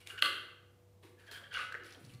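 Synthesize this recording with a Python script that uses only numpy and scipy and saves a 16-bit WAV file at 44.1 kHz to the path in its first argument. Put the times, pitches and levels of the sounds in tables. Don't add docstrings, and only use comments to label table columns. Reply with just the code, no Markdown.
import sys
import numpy as np
from scipy import signal
from scipy.fft import rfft, irfft
from scipy.io import wavfile
from scipy.ndimage import uniform_filter1d

SR = 44100
rng = np.random.default_rng(int(sys.argv[2]) if len(sys.argv) > 2 else 0)


def gain_from_db(level_db):
    decades = np.asarray(level_db, float) / 20
    return 10 ** decades


def output_pcm(signal):
    pcm = np.clip(np.atleast_2d(signal).T, -1, 1) * 32767
    wavfile.write(sys.argv[1], SR, np.round(pcm).astype(np.int16))


N = 97020


def evened(x):
    return x / np.sqrt(np.mean(x ** 2) + 1e-20)


def smooth(x, size):
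    return uniform_filter1d(uniform_filter1d(x, size), size)


def read(points, hz):
    f, value = np.transpose(points)
    return np.interp(np.log(hz + 1), np.log(f + 1), value)


def colour(x, points):
    gain = gain_from_db(read(points, np.fft.rfftfreq(len(x), 1 / SR)))
    return irfft(rfft(x) * gain, len(x))


def add(mix, start_s, sound):
    part = mix[round(start_s * SR):][:len(sound)]
    part += sound[:len(part)]


def resonate(x, hz, width_hz):
    turn = np.exp(2j * np.pi * np.cumsum(hz * np.ones(len(x))) / SR)
    r = np.exp(-np.pi * width_hz / SR)
    still = signal.lfilter([1 - r], [1, -r], x / turn + 1e-18)
    return 2 * (turn * still).real


def steep_resonance(x, hz, width_hz):
    return resonate(resonate(x, hz, width_hz * 3), hz, width_hz)


def ring(hz, t60_s, t):
    return gain_from_db(-60 * t / t60_s) * np.sin(2 * np.pi * hz * t)


def clicks(per_s, spread_db):
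    chance, size, sign = rng.random(N), rng.exponential(1, N), rng.standard_normal(N)
    return sign * gain_from_db(spread_db * np.minimum(size, 4)) * (chance < per_s / SR)


def tick(t, top_hz):
    burst = 0.3 * rng.standard_normal(len(t)) * gain_from_db(-60 * t / 0.006)
    burst[0] += 1
    return signal.lfilter(*signal.butter(2, [1500, min(top_hz, 18000)], "band", fs=SR), burst)


def stroke(length_s, rise):
    u = np.arange(0, length_s, 1 / SR) / length_s
    return np.sin(np.pi / 2 * np.minimum(u / rise, (1 - u) / (1 - rise)))


def without_bass(x):
    return signal.sosfilt(signal.butter(4, 970, "high", fs=SR, output="sos"), x)


# start_s, level_db (peak), tick_db, pitch_factor, upper_modes_db
KNOCKS = [
    (0.072, -54.5, 22, 0.96, 0),
    (0.2222, -6.5, -10, 0.99, 3.5),
    (1.3128, -60, 16, 1.0, -5),
]
# pitch_hz, t60_s, level_db
BLADE_MODES = [(1196, 0.05, -19.5), (1538, 0.012, -2.5), (2850, 0.011, -3), (3220, 0.011, -2.5),
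               (4313, 0.0085, -8), (2060, .014, -8), (3720, 0.006, -4.5), (2390, 0.0062, -4.5),
               (5096, 0.0066, -20)]


def knocks():
    out, t = np.zeros(N), np.arange(4000) / SR
    rise_cycles, tick_lag_samples = 4.0, 40
    for start_s, level_db, tick_db, pitch, upper_db in KNOCKS:
        body = np.zeros(len(t))
        for hz, t60_s, mode_db in BLADE_MODES:
            swell = np.minimum(t * hz / rise_cycles, 1) ** 2
            body += gain_from_db(mode_db + upper_db * (hz > 2500)) * ring(hz * pitch, t60_s, t) * swell
        click = np.roll(tick(t, 11000), tick_lag_samples)
        add(out, start_s, gain_from_db(level_db) * (body + gain_from_db(tick_db) * click))
    return without_bass(out)


# start_s, length_s, level_db, pitch_hz, upper_resonances_db
SCRAPES = [(0.0, 0.05, -72.5, 1580, 13), (0.0, 0.06, -72.5, 2290, -16), (0.055, 0.06, -62.5, 2280, -12),
           (0.094, 0.034, -51, 1536, 1.5), (0.131, 0.062, -57.5, 1478, -13),
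           (0.174, 0.025, -48.5, 1566, -3), (1.17, 0.16, -70.5, 1710, -26), (1.261, 0.14, -61, 1744, -5.5),
           (1.326, 0.082, -54.5, 1696, 1), (1.428, 0.059, -58.5, 1660, 0),
           (1.506, 0.051, -53.5, 1597, -1.5), (1.537, 0.039, -42.5, 1540, 3),
           (1.562, 0.042, -43.5, 1446, -9.5), (1.566, 0.058, -45.5, 1295, -17),
           (1.56, 0.075, -50.5, 2100, -10), (1.595, 0.043, -49, 1493, -7), (1.648, 0.076, -57.5, 1435, 0),
           (1.791, 0.027, -63.5, 1590, 2), (1.82, 0.018, -58.5, 1505, -17), (1.578, 0.08, -51, 2777, -13)]
# pitch_ratio, width_hz, level_db
CONTACT_TONES = [(1.0, 170.3, 9), (1.38, 201.4, -5)]
# pitch_hz, width_hz, level_db, lean (share of the pitch-dependent gain)
RUBBED_BLADE = [(2860, 130, 4, -1), (3190, 150, 2, 1), (4350, 320, -11, 0), (2550, 250, -11, 0),
                (9800, 300, -27, 0)]


def scrapes():
    out, slips = np.zeros(N), clicks(per_s=7000, spread_db=1.8)
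    sag_per_s, wander_depth = 1.1, 0.02
    wander = evened(smooth(rng.standard_normal(N + 800), 300))
    patches = rng.integers(0, N // 2, len(SCRAPES))
    for at, (start_s, length_s, level_db, top_hz, upper_db) in zip(patches, SCRAPES):
        press = stroke(length_s, rise=0.22)
        drive = np.r_[slips[at:][:len(press)] * press, np.zeros(800)]
        hz = top_hz * (1 - sag_per_s * np.minimum(np.arange(len(drive)) / SR, length_s))
        hz = hz * (1 + wander_depth * wander[round(start_s * SR):][:len(hz)])
        lean_db = np.clip(2 * (top_hz - 1590), -5, 5)
        contact = sum(gain_from_db(db) * steep_resonance(drive, hz * ratio, width_hz)
                      for ratio, width_hz, db in CONTACT_TONES)
        blade = sum(gain_from_db(db + lean * lean_db) * steep_resonance(drive, mode_hz, width_hz)
                    for mode_hz, width_hz, db, lean in RUBBED_BLADE)
        add(out, start_s, gain_from_db(level_db) * evened(contact + gain_from_db(upper_db) * blade))
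    return without_bass(out)


def flakes():
    train, kind = clicks(per_s=900, spread_db=2.5), rng.integers(0, 12, N)
    t, cycles = np.arange(600) / SR, 5.0
    out = np.zeros(N)
    for k, hz in enumerate(np.geomspace(2000, 7000, num=12)):
        out += signal.oaconvolve(train * (kind == k), ring(hz, 2 * cycles / hz, t))[:N]
    return evened(out)


# start_s, length_s, level_db, treble_db, hiss_centre_hz
CRUNCHES = [(0.0, 0.042, -66, 7, 9000), (0.06, 0.1, -58, 6, 11800), (0.213, 0.085, -48, 7.5, 9700),
            (1.023, 0.068, -65.5, 2.5, 11990), (1.08, 0.047, -74.5, 7, 10050),
            (1.183, 0.089, -70, 3, 11070), (1.257, 0.083, -66, -1, 10800), (1.309, 0.09, -56.5, 5, 13100),
            (1.517, 0.17, -51.5, -5, 9500), (1.84, 0.06, -60, 3, 10500), (1.888, 0.066, -60.5, -3, 10700),
            (1.992, 0.045, -75, 15, 8900), (2.025, 0.063, -68.5, 8, 9960), (2.082, 0.1, -68, 7.5, 9500)]
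# pitch_hz, level_db
CRUST_TONE = [(400, 0.5), (1000, 3), (2500, 9), (4500, 3.5), (6500, -9.5), (10000, -4.5), (13000, -15),
              (16000, -12.5)]


def crunch():
    out, crumbs = np.zeros(N), evened(colour(clicks(per_s=5100, spread_db=1), CRUST_TONE))
    high = colour(crumbs, [(5000, -30), (7000, 0)])
    chips = gain_from_db(-8) * flakes()
    for start_s, length_s, level_db, treble_db, hiss_hz in CRUNCHES:
        press = stroke(length_s, rise=0.16)
        at = slice(round(start_s * SR), round(start_s * SR) + len(press))
        hiss = gain_from_db(-19) * evened(resonate(high[at], hiss_hz, 400))
        treble = (gain_from_db(treble_db) - 1) * high[at]
        add(out, start_s, gain_from_db(level_db) * press * (crumbs[at] + chips[at] + treble + hiss))
    return out


# start_s, level_db (peak), pitch_hz, t60_s, tick_db
SNAPS = [(0.0728, -39, 3720, 0.014, 8.5), (.071, -39, 2280, 0.013, -27), (.072, -39, 2850, 0.015, -27),
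         (0.1067, -41.5, 2830, 0.049, -24), (0.189, -35.5, 2835, 0.048, -16),
         (0.2006, -41.5, 3010, 0.024, -9.5), (1.0336, -64, 3400, 0.018, -2),
         (1.277, -59.5, 3190, 0.049, -20), (1.3132, -36, 4153, 0.013, -18), (1.315, -42, 1730, 0.023, -31),
         (1.322, -48.5, 4180, 0.064, -32), (1.35, -55, 4500, 0.012, -11), (1.5404, -50, 2870, 0.033, -24),
         (1.7219, -28.5, 1573, 0.014, -27), (1.7237, -44, 4220, 0.022, -10),
         (1.7424, -25.5, 1694, 0.015, -20.5), (1.7500, -21, 1870, 0.0072, -32.5),
         (1.7535, -31.5, 1510, 0.021, -29), (1.772, -38, 1444, 0.017, -25), (1.836, -51, 5000, 0.0076, 0),
         (1.864, -53, 4815, 0.027, -2), (1.878, -56, 3400, 0.019, -3), (1.845, -53, 4460, 0.022, -8),
         (1.903, -56, 3010, 0.015, -6), (1.907, -53, 5340, .015, -10), (1.924, -49, 5000, 0.018, -4),
         (1.936, -56, 5700, .02, -17), (1.947, -49.5, 3190, 0.037, -25), (2.049, -53, 4340, 0.036, -14),
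         (2.063, -57.5, 5330, 0.013, 5), (2.094, -58, 2993, 0.074, -14), (2.1, -54, 2690, .03, -8),
         (2.126, -59, 2330, .04, -23), (2.137, -55.5, 4600, 0.042, -20), (2.148, -54, 4200, .02, -5)]


def snaps():
    out, t = np.zeros(N), np.arange(2000) / SR
    rise_cycles = 1.9
    for start_s, level_db, hz, t60_s, tick_db in SNAPS:
        grit = evened(resonate(rng.standard_normal(len(t)), hz, 0.25 * hz)) * gain_from_db(-60 * t / t60_s)
        roughness = np.clip((hz - 1500) / 4500, 0, 1)
        body = (1 - roughness) * ring(hz, t60_s, t) + roughness * grit
        body = body * np.minimum(t * hz / rise_cycles, 1) ** 2
        add(out, start_s, gain_from_db(level_db + 0.5) * (body + gain_from_db(tick_db + 4.0) * tick(t, 7980)))
    return out


# start_s, level_db, pitch_hz, t60_s
BUMPS = [(0.126, -62, 400, 0.16), (0.227, -47, 377, 0.42), (0.225, -48.5, 555, 0.22),
         (1.028, -56, 343.4, 0.53), (1.03, -66, 950, 0.27), (1.3, -67.5, 950, .4), (1.4, -67, 950, 0.25),
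         (1.28, -63.5, 620, 0.59), (1.42, -62.5, 550, 0.31), (1.316, -61.5, 405, 0.16),
         (1.561, -55.5, 525, 1), (1.743, -56, 487, .08), (1.82, -62, 336, 0.15), (1.8, -57, 338.8, 0.26),
         (1.95, -71, 782, 0.049), (1.945, -66.5, 660, .2), (1.965, -62.5, 480, 0.27),
         (1.97, -59, 296, 0.56), (2.033, -54.5, 122, 0.25), (2.074, -63.5, 193, 0.4),
         (2.11, -53.5, 117, 0.26), (2.05, -71, 430, 0.45), (1.5, -60, 110, .3), (2.13, -62.5, 190, 0.18),
         (2.07, -64, 290, 0.33), (2.0, -62.5, 205, 0.46)]


def bumps():
    out, t = np.zeros(N), np.arange(SR // 4) / SR
    for start_s, level_db, hz, t60_s in BUMPS:
        push = rng.standard_normal(len(t)) * gain_from_db(-60 * t / t60_s) * np.minimum(t / 0.0038, 1)
        rough = evened(resonate(resonate(push, hz, 0.77 * hz), hz, 0.35 * hz))
        clear = evened(ring(hz, t60_s, t) * np.minimum(t / 0.0075, 1))
        clear_db = -5 - np.log2(hz / 350)
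        add(out, start_s, gain_from_db(level_db - 12.5) * (rough + gain_from_db(clear_db) * clear))
    return out


# pitch_hz, level_db, t60_s
TRAY_MODES = [(1162, 2.5, 0.3), (1294, -5, 0.6), (1369, -2, 0.36), (1478, -2, 0.4), (2046, -4.5, .4),
              (2821, -8.5, 0.34), (2906, -10, .5), (3240, -10.5, 0.35)]
# pitch_hz, t60_s
ROOM_DECAY = [(250, 1), (660, 0.8), (1740, 0.71), (4590, 0.55), (12100, 0.51)]
# delay_s, level_db
ECHOES = [(.0026, -12.5), (.0065, -16), (0.019, -19), (0.025, -17), (0.0354, -12.5), (0.038, -15)]


def space(x):
    t = np.arange(SR) / SR
    tray_db, room_db, build_s = -11, -2.5, 0.015
    build = 1 - np.exp(-(t / build_s) ** 2)
    tray = sum(gain_from_db(db) * ring(hz, np.clip(t60_s, 0.1, 0.75), t) for hz, db, t60_s in TRAY_MODES)
    hz, frame_s, z = signal.stft(rng.standard_normal(SR), SR, nperseg=256)
    decay = gain_from_db(-60 * frame_s / read(ROOM_DECAY, hz)[:, None])
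    tail = signal.istft(z * decay, SR, nperseg=256)[1][:SR]
    reply = build * gain_from_db(room_db) * tail / np.linalg.norm(tail * build)
    for delay_s, level_db in ECHOES:
        add(reply, delay_s, gain_from_db([level_db]))
    reply = reply + build * gain_from_db(tray_db) * tray / np.linalg.norm(tray)
    return signal.fftconvolve(x, reply)[:N]


# pitch_hz, level_db, waver_db
HUM = [(98.4, -66, 1.3), (352, -81, 2.5), (488, -72, 1.5)]
# pitch_hz, level_db (per Hz)
AIR_TONE = [(25, -18), (70, 6), (130, 5.5), (253, -2.5), (482, -4), (804, -7.5), (1490, -17), (15500, -25)]


def kitchen():
    t = np.arange(N) / SR
    out = gain_from_db(-69.5) * evened(colour(rng.standard_normal(N), AIR_TONE))
    for hz, level_db, waver_db in HUM:
        level, drift = (evened(smooth(noise, 2500)) for noise in rng.standard_normal((2, N)))
        tone = np.sin(2 * np.pi * hz * t + 0.44 * drift)
        out = out + np.sqrt(2) * gain_from_db(level_db + waver_db * level) * tone
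    return out


def scene():
    blows, rub, near, crust, low = knocks(), scrapes(), snaps(), crunch(), bumps()
    sent = blows + gain_from_db(-5) * rub + gain_from_db(-5.5) * near + gain_from_db(-1) * crust + gain_from_db(-4) * low
    return (blows + rub + near + crust + low + space(sent) + kitchen())[None]


def roll_off(x):
    return signal.sosfilt(signal.butter(12, 16500, fs=SR, output="sos"), x)


def record(dry):
    edge = signal.firwin(511, 15600, window=("kaiser", 7), fs=SR)
    mix = signal.oaconvolve(dry, edge[None], "same")
    return roll_off(mix)


dry = scene()
out = record(dry)
output_pcm(out)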